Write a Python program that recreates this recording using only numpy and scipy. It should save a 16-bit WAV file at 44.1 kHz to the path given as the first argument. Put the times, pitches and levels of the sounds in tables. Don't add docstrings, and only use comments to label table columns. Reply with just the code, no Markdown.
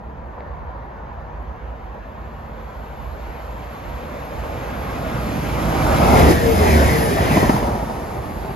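import sys
import numpy as np
from scipy import signal
from scipy.fft import rfft, irfft, next_fast_len
from scipy.io import wavfile
from scipy.ndimage import uniform_filter1d, map_coordinates

SR = 44100
rng = np.random.default_rng(int(sys.argv[2]) if len(sys.argv) > 2 else 0)


def int16_out(signal):
    q = np.round(np.clip(np.atleast_2d(signal).T, -1, 1) * 32767)
    wavfile.write(sys.argv[1], SR, q.astype(np.int16))


N = 377446
T = np.arange(N) / SR

# time abreast in seconds, then levels in dB of roar, rolling, scrape, hiss
BOGIES = [(6.21, -16, -19.2, -28.5, -31, -35.5), (6.71, -20, -16.5, -33, -31.5, -33),
          (6.93, -21.5, -18.5, -30, -32, -35.5), (7.38, -19.3, -22.8, -31.5, -33.5, -38)]
# frequency in Hz, relative density in dB per Hz.
HISS_SPECTRUM = [(1500, -30), (3000, 0), (3800, 1), (4400, 0), (5250, 3), (5700, -1), (7300, -1),
                 (8300, -2), (9400, 1), (11200, 0), (12600, -3.5), (13900, -14), (15500, -32)]
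# frequency in Hz, likeness 0-1,
# left lead in rad.
FAR = [(60, 0.94, 0), (274, 0.92, 0.36), (500, 0.83, 1), (860, 0.5, 1.57), (1554, 0.2, -0.75), (1850, 0, 5),
       (2180, 0.74, 5.5), (4860, 0.8, 5.5), (5390, 0.2, 9), (5530, .4, 3.5), (6550, 0.3, 7), (7040, 1, 4.5)]
NEAR = [(58, 0.76, 0.57), (230, 0.82, 0.25), (504, 0.3, 0.03), (860, 0.62, 2.12), (1540, 0.68, 4.05),
        (2100, 0.68, 6.6), (2970, 0.23, 6.3), (4160, 1, 7.8), (5430, 0.4, 5.2), (5750, .4, 4.4),
        (6440, 0.57, 6.2), (7240, 1, 4.47)]

SPEED_M_PER_S, SOUND_M_PER_S = 34.6, 343


def amp(db):
    return 10 ** (np.asarray(db) / 20)


def unit(x):
    return x / np.sqrt(np.mean(np.atleast_2d(x).mean(0) ** 2) + 1e-20)


def along(points, hz):
    f, *cols = np.transpose(points)
    return [np.interp(np.log(hz + 1), np.log(f + 1), c) for c in cols]


def curves(rows):
    s, *cols = np.transpose(rows)
    return [np.interp(T, s, c) for c in cols]


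def wobble(rate):
    knots = rng.standard_normal(int(N * rate / SR) + 4)
    return map_coordinates(knots, [T * rate])


def plateau(start, end, edge):
    return np.clip(1 + np.minimum(T - start, end - T) / edge, 0, 1)


def filtered(x, response):
    m = next_fast_len(N + 8192, True)
    return irfft(rfft(x, m) * response(np.fft.rfftfreq(m, 1 / SR)), m)[..., :N]


def noise(spectrum):
    return filtered(rng.standard_normal((2, N)), lambda hz: amp(along(spectrum, hz)[0]))


def ringing(modes):
    def gain(hz):
        return sum(amp(db) / (1 + ((hz - centre) / width) ** 2 * 2) for centre, width, db in modes)
    return filtered(rng.standard_normal((2, N)), gain)


def ports(pair, table):
    # frequency in Hz, likeness 0-1, left lead in rad.
    treble = [(7800, .97, 3.3), (8900, 1, 3.1), (9600, .8, 2.7), (11300, .72, 1.5), (13000, .97, 0)]
    m = next_fast_len(N + 8192, True)
    alike, lead = along(table + treble, np.fft.rfftfreq(m, 1 / SR))
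    alike = np.clip(alike, 0, 1)
    direct, diffuse = rfft(pair, m) * np.sqrt([(1 + alike) / 2, (1 - alike) / 2])
    shift = np.exp(.5j * lead)
    return irfft(np.array([(direct + diffuse) * shift, (direct - diffuse) / shift]), m)[:, :N]


def moving(spectrum, lean_db):
    nose_s, tail_s, widen_s = 6.25, 7.45, 0.33
    close = plateau(nose_s, tail_s, widen_s)
    pair = noise(spectrum)
    far = amp(lean_db * np.array([[.5], [-.5]])) * unit(ports(pair, FAR))
    near = unit(ports(pair[:, ::-1], NEAR))
    return np.sqrt(1 - close) * far + np.sqrt(close) * near


def sweep(times, levels_db, reach):
    metres, power, loss_db, past_db, screen_db, floor_db = reach
    past_m = 14.5
    beyond = SPEED_M_PER_S * (T[::64] - np.array(times)[:, None])
    r = np.hypot(beyond, metres)
    each_db = np.array(levels_db)[:, None] - loss_db * r + past_db * np.clip(beyond / past_m, 0, 1)
    energy = np.sum((amp(each_db) * (metres / r) ** power) ** 2, axis=0) + amp(floor_db) ** 2
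    screened = plateau(6.35, 7.15, edge=0.025)
    return np.interp(T, T[::64], 10 * np.log10(energy)) + screen_db * screened


def passing(abreast, metres):
    r = np.hypot(SPEED_M_PER_S * (T - abreast), metres)
    return T - (r - metres) / SOUND_M_PER_S, metres / r


def carried(pair, abreast, metres, power):
    own_time, gain = passing(abreast, metres)
    behind = np.interp(T, [7.6, 8.2], [0, .05])
    shifted = np.array([np.interp(own_time, T, row) for row in unit(pair)])
    return (gain ** power + behind) * shifted


def orders(turns, table):
    return sum(amp(db + 2.3 * wobble(9)) * np.sin(2 * np.pi * (k * turns + rng.random())) for k, db in table)


def patchy(x, depth_db):
    smooth_below_hz = 600
    z = signal.stft(x, nperseg=2048)[2]
    field = signal.convolve2d(rng.standard_normal(z.shape[1:]), np.ones((3, 4)), "same")
    hz = np.linspace(0, SR / 2, len(field))[:, None]
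    gain = amp(depth_db * np.minimum(hz / smooth_below_hz, 1) * field / field.std())
    return signal.istft(z * gain / np.sqrt(np.mean(gain ** 2)), nperseg=2048)[1][:, :N]


def rails():
    # time in seconds, level in dB before a 2 dB lift.
    song_level = [(0, -79), (1.2, -78), (2.1, -71), (3.1, -61), (4, -58.5), (5, -53), (6.2, -45.5),
                  (7.5, -64), (8.56, -54)]
    # frequency in Hz, width in Hz, relative level in dB.
    rail_modes = [(4000, 1330, -4.5), (7120, 180, -2), (11440, 150, 2.5), (12900, 790, -10.5)]
    return amp(curves(song_level)[0] + 2.0) * unit(ports(ringing(rail_modes), FAR))


def track():
    # frequency in Hz, width in Hz, relative dB.
    hum_modes = [(492, 77, 1.5), (590, 51, 0.5), (793, 180, -1), (1090, 130, -6.5), (1470, 180, -14.5)]
    ahead_modes = [(1070, 90, 2), (1237, 120, 1.5), (1454, 110, -4)]
    close_modes = [(630, 94, -3), (785, 133, 2.5), (940, 69, -5.5), (1280, 110, -8.5)]
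    # time in seconds, level in dB.
    hum_level = [(0, -51), (2.2, -58), (2.6, -45.5), (3.5, -44), (4, -39.5), (4.6, -34.5), (5.2, -39),
                 (6, -41), (6.5, -60)]
    ahead_level = [(4.3, -58.5), (4.75, -41.5), (5.15, -39.5), (5.38, -45), (5.65, -36.5), (5.96, -28.5),
                   (6.1, -43), (6.3, -70)]
    close_level = [(4, -47.5), (5.5, -37), (5.85, -28.5), (6.17, -19.5), (6.4, -45), (7.15, -39),
                   (7.4, -30), (7.7, -30.5), (8, -39.5), (8.56, -46)]
    hum = amp(curves(hum_level)[0] + 1.04 * wobble(18)) * unit(ports(ringing(hum_modes), FAR))
    ahead = amp(curves(ahead_level)[0] + 1.2 * wobble(25)) * unit(ports(ringing(ahead_modes), FAR))
    close = amp(curves(close_level)[0] + 2.2 * wobble(35)) * unit(ports(ringing(close_modes), FAR))
    return hum + ahead + close


def engines():
    # time in seconds, level in dB.
    drone_level = [(0, -45.5), (1.8, -55.5), (2.4, -42), (4, -56), (5, -41), (5.6, -33), (6, -42)]
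    # time abreast in seconds, level in dB.
    engine_passes = [(6.299, -16.5), (6.759, -10.5)]
    # multiple of the firing rate, relative level in dB.
    firing_orders = [(1, -3), (2, -23), (3, -13), (4, -18), (5, -16.5)]
    far_hz, near_hz = 73.3, 75
    far_turns = np.cumsum(far_hz + 0.36 * wobble(8)) / SR
    out = amp(curves(drone_level)[0]) * orders(far_turns, [(2, -1.3), (3, -0.76)])
    for abreast, db in engine_passes:
        own_time, gain = passing(abreast, metres=5.0)
        out += amp(db) * gain ** 2 * orders(near_hz * own_time + 0.046 * wobble(25), firing_orders)
    return out


def trees():
    # frequency in Hz, relative density in dB per Hz.
    rush_spectrum = [(100, -31), (350, -9.5), (530, -0.5), (720, -4), (980, 3.5), (1300, -9.5), (1800, -7),
                     (2500, -35), (4500, -35), (9000, -74)]
    # time in seconds, level in dB.
    rush_level = [(0, -48), (.5, -42.5), (1.4, -43), (2.4, -43.5)]
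    level = amp(curves(rush_level)[0] + 0.48 * wobble(1.5) + .6 * wobble(9.2))
    return level * unit(ports(noise(rush_spectrum), FAR))


def wind():
    # frequency in Hz, relative density in dB per Hz.
    buffet_spectrum = [(15, -34), (30, -19), (42, -11), (53, 2.5), (75, -4), (100, -16.5), (200, -27),
                       (600, -79), (2000, -120)]
    # time in seconds, half length in seconds, level in dB.
    gust_rows = [(.16, 0.11, -37.5), (0.625, 0.19, -34), (1.5, 0.33, -32.5), (2.404, 0.31, -37.5),
                 (3.14, 0.29, -33), (3.547, 0.08, -33.5), (3.943, 0.066, -31), (4.39, 0.054, -31),
                 (5.1, 0.65, -33.5), (8.35, 0.17, -33.5)]
    # time abreast in seconds, level in dB.
    air_waves = [(6.28, -17.5), (6.72, -21.5), (7.6, -25.5)]
    # distance in m, power of 1 / r, loss in dB per m, dB once past,
    # dB when screened, floor in dB.
    air_reach = (3.5, 0.17, 0.34, -4.5, -4.5, -53)
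    calm_db = -39
    breeze = amp(calm_db) ** 2
    breeze = breeze + sum(amp(db) ** 2 * np.exp(-((T - s) / length) ** 2) for s, length, db in gust_rows)
    strength = np.sqrt(breeze + amp(sweep(*np.transpose(air_waves), air_reach)) ** 2)
    buffeting = ports(noise(buffet_spectrum), FAR)
    pressure = np.sqrt(np.abs(uniform_filter1d(buffeting.mean(0) ** 2, SR // 4)) + 1e-12)
    return strength * buffeting / pressure


def taps():
    # start in seconds, plop level in dB, tick level in dB.
    tap_rows = [(0.379, -25, -43), (0.405, -26, -27.5)]
    # frequency in Hz, relative density in dB per Hz.
    tick_spectrum = [(200, -10), (1200, 0), (2300, -6), (3100, -21), (4500, -25), (6000, -43), (10000, -68)]
    out = np.zeros(N)
    tick = unit(noise(tick_spectrum)[0])
    for s, plop_db, tick_db in tap_rows:
        age = np.maximum(T - s, 0)
        plop = np.sin(2 * np.pi * (350 * age + 2.27 * (1 - np.exp(-age / 0.0037))))
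        onset = 1 - np.exp(-(age / .0006) ** 2)
        plop_gain = amp(plop_db - 60 * age / 0.04)
        tick_gain = amp(tick_db - 60 * age / 0.011)
        out += onset * (plop * plop_gain + tick * tick_gain)
    return out


def rolling():
    # frequency in Hz, relative density in dB per Hz.
    roar_spectrum = [(40, -50), (75, -1), (110, 0), (160, -1), (250, -4), (340, -6.5), (480, -18.5),
                     (1000, -43), (3000, -120)]
    roll_spectrum = [(150, -33), (330, -8.5), (450, 0.5), (650, 1.5), (900, -3.5), (1200, -7.5),
                     (1600, -16.5), (2400, -24), (5000, -84), (9000, -120)]
    scrape_spectrum = [(700, -11), (1400, 3), (1900, 1), (2500, -1.5), (3300, -8.5), (4500, -19),
                       (6500, -19.5), (15000, -68)]
    # distance in m, power of 1 / r, loss in dB per m, dB once past,
    # dB when screened by the cars, floor in dB.
    roar_reach = (1, 0.1, 0.265, -7, 0, -43)
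    roll_reach = (4, 0.69, 0.12, -2.5, -5, -45)
    scrape_reach = (4, 0.38, 0.1154, -9, -2.5, -59.5)
    hiss_reach = (3.5, 0.56, 0.23, -4.5, -1, -97)
    abreast, roar_db, roll_db, scrape_db, hiss_db, _ = np.transpose(BOGIES)
    roar_level = amp(sweep(abreast, roar_db, roar_reach) + 0.67 * wobble(22))
    roll_level = amp(sweep(abreast, roll_db, roll_reach) + 0.75 * wobble(40))
    scrape_level = amp(sweep(abreast, scrape_db, scrape_reach) + 0.79 * wobble(25))
    hiss_level = amp(sweep(abreast, hiss_db, hiss_reach) + 0.71 * wobble(25))
    roar = roar_level * moving(roar_spectrum, lean_db=-2.5)
    roll = roll_level * moving(roll_spectrum, lean_db=-2.0)
    scrape = scrape_level * moving(scrape_spectrum, lean_db=-1.3)
    hiss = hiss_level * moving(HISS_SPECTRUM, lean_db=-1.5)
    return roar + roll + scrape + hiss


def bow_blast():
    # frequency in Hz, relative density in dB per Hz.
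    bow_spectrum = [(40, -25), (100, -4), (200, -5), (330, 4.5), (480, -4.5), (800, -10), (1300, -18),
                    (2200, -24), (5000, -39), (12000, -80)]
    peak_s, rush_rise_s, hiss_rise_s, fall_s = 6.312, 0.21, 0.039, 0.022
    rush_db, hiss_db = -14.5, -29.5

    def swell(rise_s):
        return np.exp(np.minimum((T - peak_s) / rise_s, (peak_s - T) / fall_s))

    rush = amp(rush_db) * swell(rush_rise_s) * unit(ports(noise(bow_spectrum), NEAR))
    return rush + amp(hiss_db) * swell(hiss_rise_s) * unit(ports(noise(HISS_SPECTRUM), NEAR))


def wheels():
    # frequency in Hz, width in Hz, relative level in dB.
    wheel_modes = [(995, 68, 4), (1592, 81, -4), (1970, 170, 1.5), (2340, 250, -6)]
    ring = np.zeros((2, N))
    for abreast, *_, db in BOGIES:
        level = amp(db + 2.0 * wobble(20))
        ring += level * carried(ringing(wheel_modes), abreast, metres=4.6, power=1.4)
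    return ports(ring, NEAR)


def streaks():
    # time in seconds, half length in seconds, frequency in Hz, width in Hz, level in dB.
    streak_rows = [(6.179, 0.083, 2080, 129, -29), (6.369, 0.09, 1772, 190, -29.5),
                   (6.719, 0.064, 2250, 380, -29.5), (6.799, 0.088, 1605, 210, -29),
                   (6.909, .09, 2007, 190, -27.5), (7.06, .08, 1717, 180, -32),
                   (7.33, 0.055, 2350, 430, -30), (7.44, .06, 1900, 200, -32)]
    fall_per_s = .7
    out = np.zeros((2, N))
    for s, length, hz, width_hz, db in streak_rows:
        age = T - s
        carrier = np.exp(2j * np.pi * hz * (age - fall_per_s * age ** 2 / 2))
        near = np.abs(age) < 3 * length
        swell = amp(db) * np.exp(-(age[near] / length) ** 2)
        for row in out:
            knots = rng.standard_normal((2, 600))
            places = [300 + 2 * width_hz * age[near]]
            real, imag = [map_coordinates(k, places, mode="wrap") for k in knots]
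            row[near] += swell * np.real((real + 1j * imag) * carrier[near])
    return ports(out, NEAR)


def whines():
    # time in seconds, half length in seconds, frequency in Hz, level in dB.
    whine_rows = [(6.17, .04, 1400, -26), (6.196, .03, 2030, -35), (6.328, 0.05, 1715, -35),
                  (6.80, 0.049, 1495, -27), (6.957, 0.026, 1956, -31), (7.17, 0.046, 1790, -30),
                  (7.403, 0.02, 1910, -30)]
    fall_per_s = 0.355
    out = np.zeros((2, N))
    for s, length, hz, db in whine_rows:
        age = T - s
        turns = hz * (age - fall_per_s * age ** 2 / 2)
        swell = amp(db) * np.exp(-(age / length) ** 2)
        for row in out:
            row += swell * np.sin(2 * np.pi * (turns + 0.12 * wobble(90)))
    return ports(out, NEAR)


def fans():
    # time in seconds, frequency in Hz, level in dB before the trim.
    fan_cars = [
        [(6.24, 470, -34), (6.33, 476, -17), (6.385, 473, -26), (6.45, 467, -14.5), (6.52, 449, -10),
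         (6.575, 436, -31), (6.615, 422, -12), (6.66, 412, -12), (6.705, 402, -28), (6.8, 386, -21),
         (6.88, 382, -36)],
        [(6.9, 456, -34), (6.955, 455, -18), (6.99, 458, -25), (7.065, 442, -15.5), (7.088, 425, -29),
         (7.12, 410, -17), (7.16, 404, -26), (7.2, 398, -38)],
    ]
    trim_db, flutter_turns, waver_db = -2, 0.045, 1.1
    out = np.zeros((2, N))
    for rows in fan_cars:
        hz, db = curves(rows)
        heard = plateau(rows[0][0], rows[-1][0], .04)
        turns = np.cumsum(hz) / SR + flutter_turns * wobble(45)
        level = heard * amp(trim_db + db + waver_db * wobble(25))
        direct = np.sin(2 * np.pi * turns)
        diffuse = np.cos(2 * np.pi * (turns + 0.13 * wobble(12)))
        out += level * np.array([direct, diffuse])
    return ports(out, NEAR)


def turbos():
    # time abreast in seconds, whistle frequency in Hz before Doppler, level in dB.
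    turbo_rows = [(6.52, 12100, -40), (7.041, 10550, -34)]
    whistle = np.zeros((2, N))
    for abreast, hz, db in turbo_rows:
        air = ringing([(hz, 1200, 0)])
        whistle += amp(db) * carried(air, abreast, metres=2.0, power=1.7)
    return ports(whistle, NEAR)


def wheel_flats():
    # start in seconds, levels in dB of knock, thud, crack and push (before doubling),
    # push frequency in Hz before a random spread.
    thump_rows = [(7.202, -28, -16, -40, -13, 80), (7.252, -20, -20, -36, -19, 215),
                  (7.309, -13, -26, -27, -21, 230), (7.358, -15, -16, -34, -14, 200),
                  (7.368, -9.5, -19, -30, -12.5, 240), (7.428, -6, -18, -24, -8.5, 200),
                  (7.492, -6.5, -15, -14.5, -9, 205), (7.540, -20, -15, -30, -11, 115),
                  (7.560, -11.5, -24, -32, -20, 230), (7.626, -17, -28, -31, -20, 180),
                  (7.680, -22, -21, -38, -17.5, 170), (7.750, -19, -26, -38, -25, 160),
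                  (7.822, -22, -30, -38, -29, 190), (7.896, -19, -34, -32, -30, 200)]
    # frequency in Hz, relative density in dB per Hz.
    knock_spectrum = [(40, -20), (150, 0), (300, 4), (480, -14), (700, 1), (1020, 0), (1300, -35),
                      (1900, -19), (2800, -36), (5000, -35), (15000, -70)]
    thud_spectrum = [(30, -25), (70, 3), (110, -3), (230, 0), (400, -24), (1500, -80)]
    crack_spectrum = [(400, -20), (800, -2), (1050, -1), (1250, -9), (1450, 0), (1650, -7), (1870, 0),
                      (2300, -14), (5000, -27), (12000, -60)]
    knock_t60_s, thud_t60_s, crack_t60_s, attack_s = 0.077, .07, 0.048, 0.0039
    push_t60_s, push_attack_s = .075, .003
    bend_turns, bend_s = 1.2, .004
    knock, thud, crack, push = np.zeros((4, N))

    def fade(age, db, t60, attack):
        return (1 - np.exp(-age / attack)) * amp(db - 60 * age / t60)

    for s, knock_db, thud_db, crack_db, push_db, push_hz in thump_rows:
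        span = slice(round(s * SR), round(s * SR) + SR // 4)
        age = T[span] - T[span][0]
        knock[span] += fade(age, knock_db, knock_t60_s, attack_s)
        thud[span] += fade(age, thud_db, thud_t60_s, attack_s)
        crack[span] += fade(age, crack_db, crack_t60_s, attack_s)
        turns = push_hz * np.exp(.06 * rng.normal()) * age + bend_turns * (1 - np.exp(-age / bend_s))
        push[span] += 2 * fade(age, push_db, push_t60_s, push_attack_s) * np.sin(2 * np.pi * turns)
    low = push + thud * unit(noise(thud_spectrum)[0])
    hollow = knock * unit(ports(noise(knock_spectrum), FAR))
    return low + hollow + crack * unit(ports(noise(crack_spectrum), FAR))


def wake():
    # frequency in Hz, relative density in dB per Hz.
    wake_spectrum = [(50, -22), (120, -4), (165, 1), (215, -6), (280, -11), (390, 0.5), (520, -11.5),
                     (770, -2.5), (1000, -14), (1500, -20), (2500, -24), (6000, -56), (12000, -80)]
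    # time in seconds, level in dB.
    wake_level = [(7.4, -60), (7.7, -38), (8.1, -37), (8.56, -33.5)]
    turns_per_s, beat_depth_db, beat_peak_s = 15, 2.5, 7.905
    beat_db = beat_depth_db * np.cos(2 * np.pi * (turns_per_s * (T - beat_peak_s) + .08 * wobble(8)))
    level = amp(curves(wake_level)[0] + beat_db + 2.2 * wobble(35))
    return level * unit(ports(noise(wake_spectrum), FAR)) * (T > wake_level[0][0])


def scene():
    rush = patchy(rolling() + trees() + rails(), depth_db=2.0)
    steel = track() + wheels() + streaks() + whines() + wheel_flats()
    machines = engines() + turbos() + fans()
    air = bow_blast() + wake() + wind()
    return rush + steel + machines + air + taps()


def record(dry):
    # frequency in Hz, left minus right in dB.
    tilt = [(60, -2.3), (125, -1.6), (250, .3), (500, .9), (1000, .6), (2000, 1.4), (4200, 2), (7500, 0)]
    top_hz = 15500
    heard = filtered(dry, lambda hz: amp(along(tilt, hz)[0] * np.array([[.5], [-.5]])))
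    rounded = heard / (1 + np.abs(heard) ** 6) ** (1 / 6)
    return filtered(rounded, lambda hz: hz < top_hz)


dry = scene()
out = record(dry)
int16_out(out)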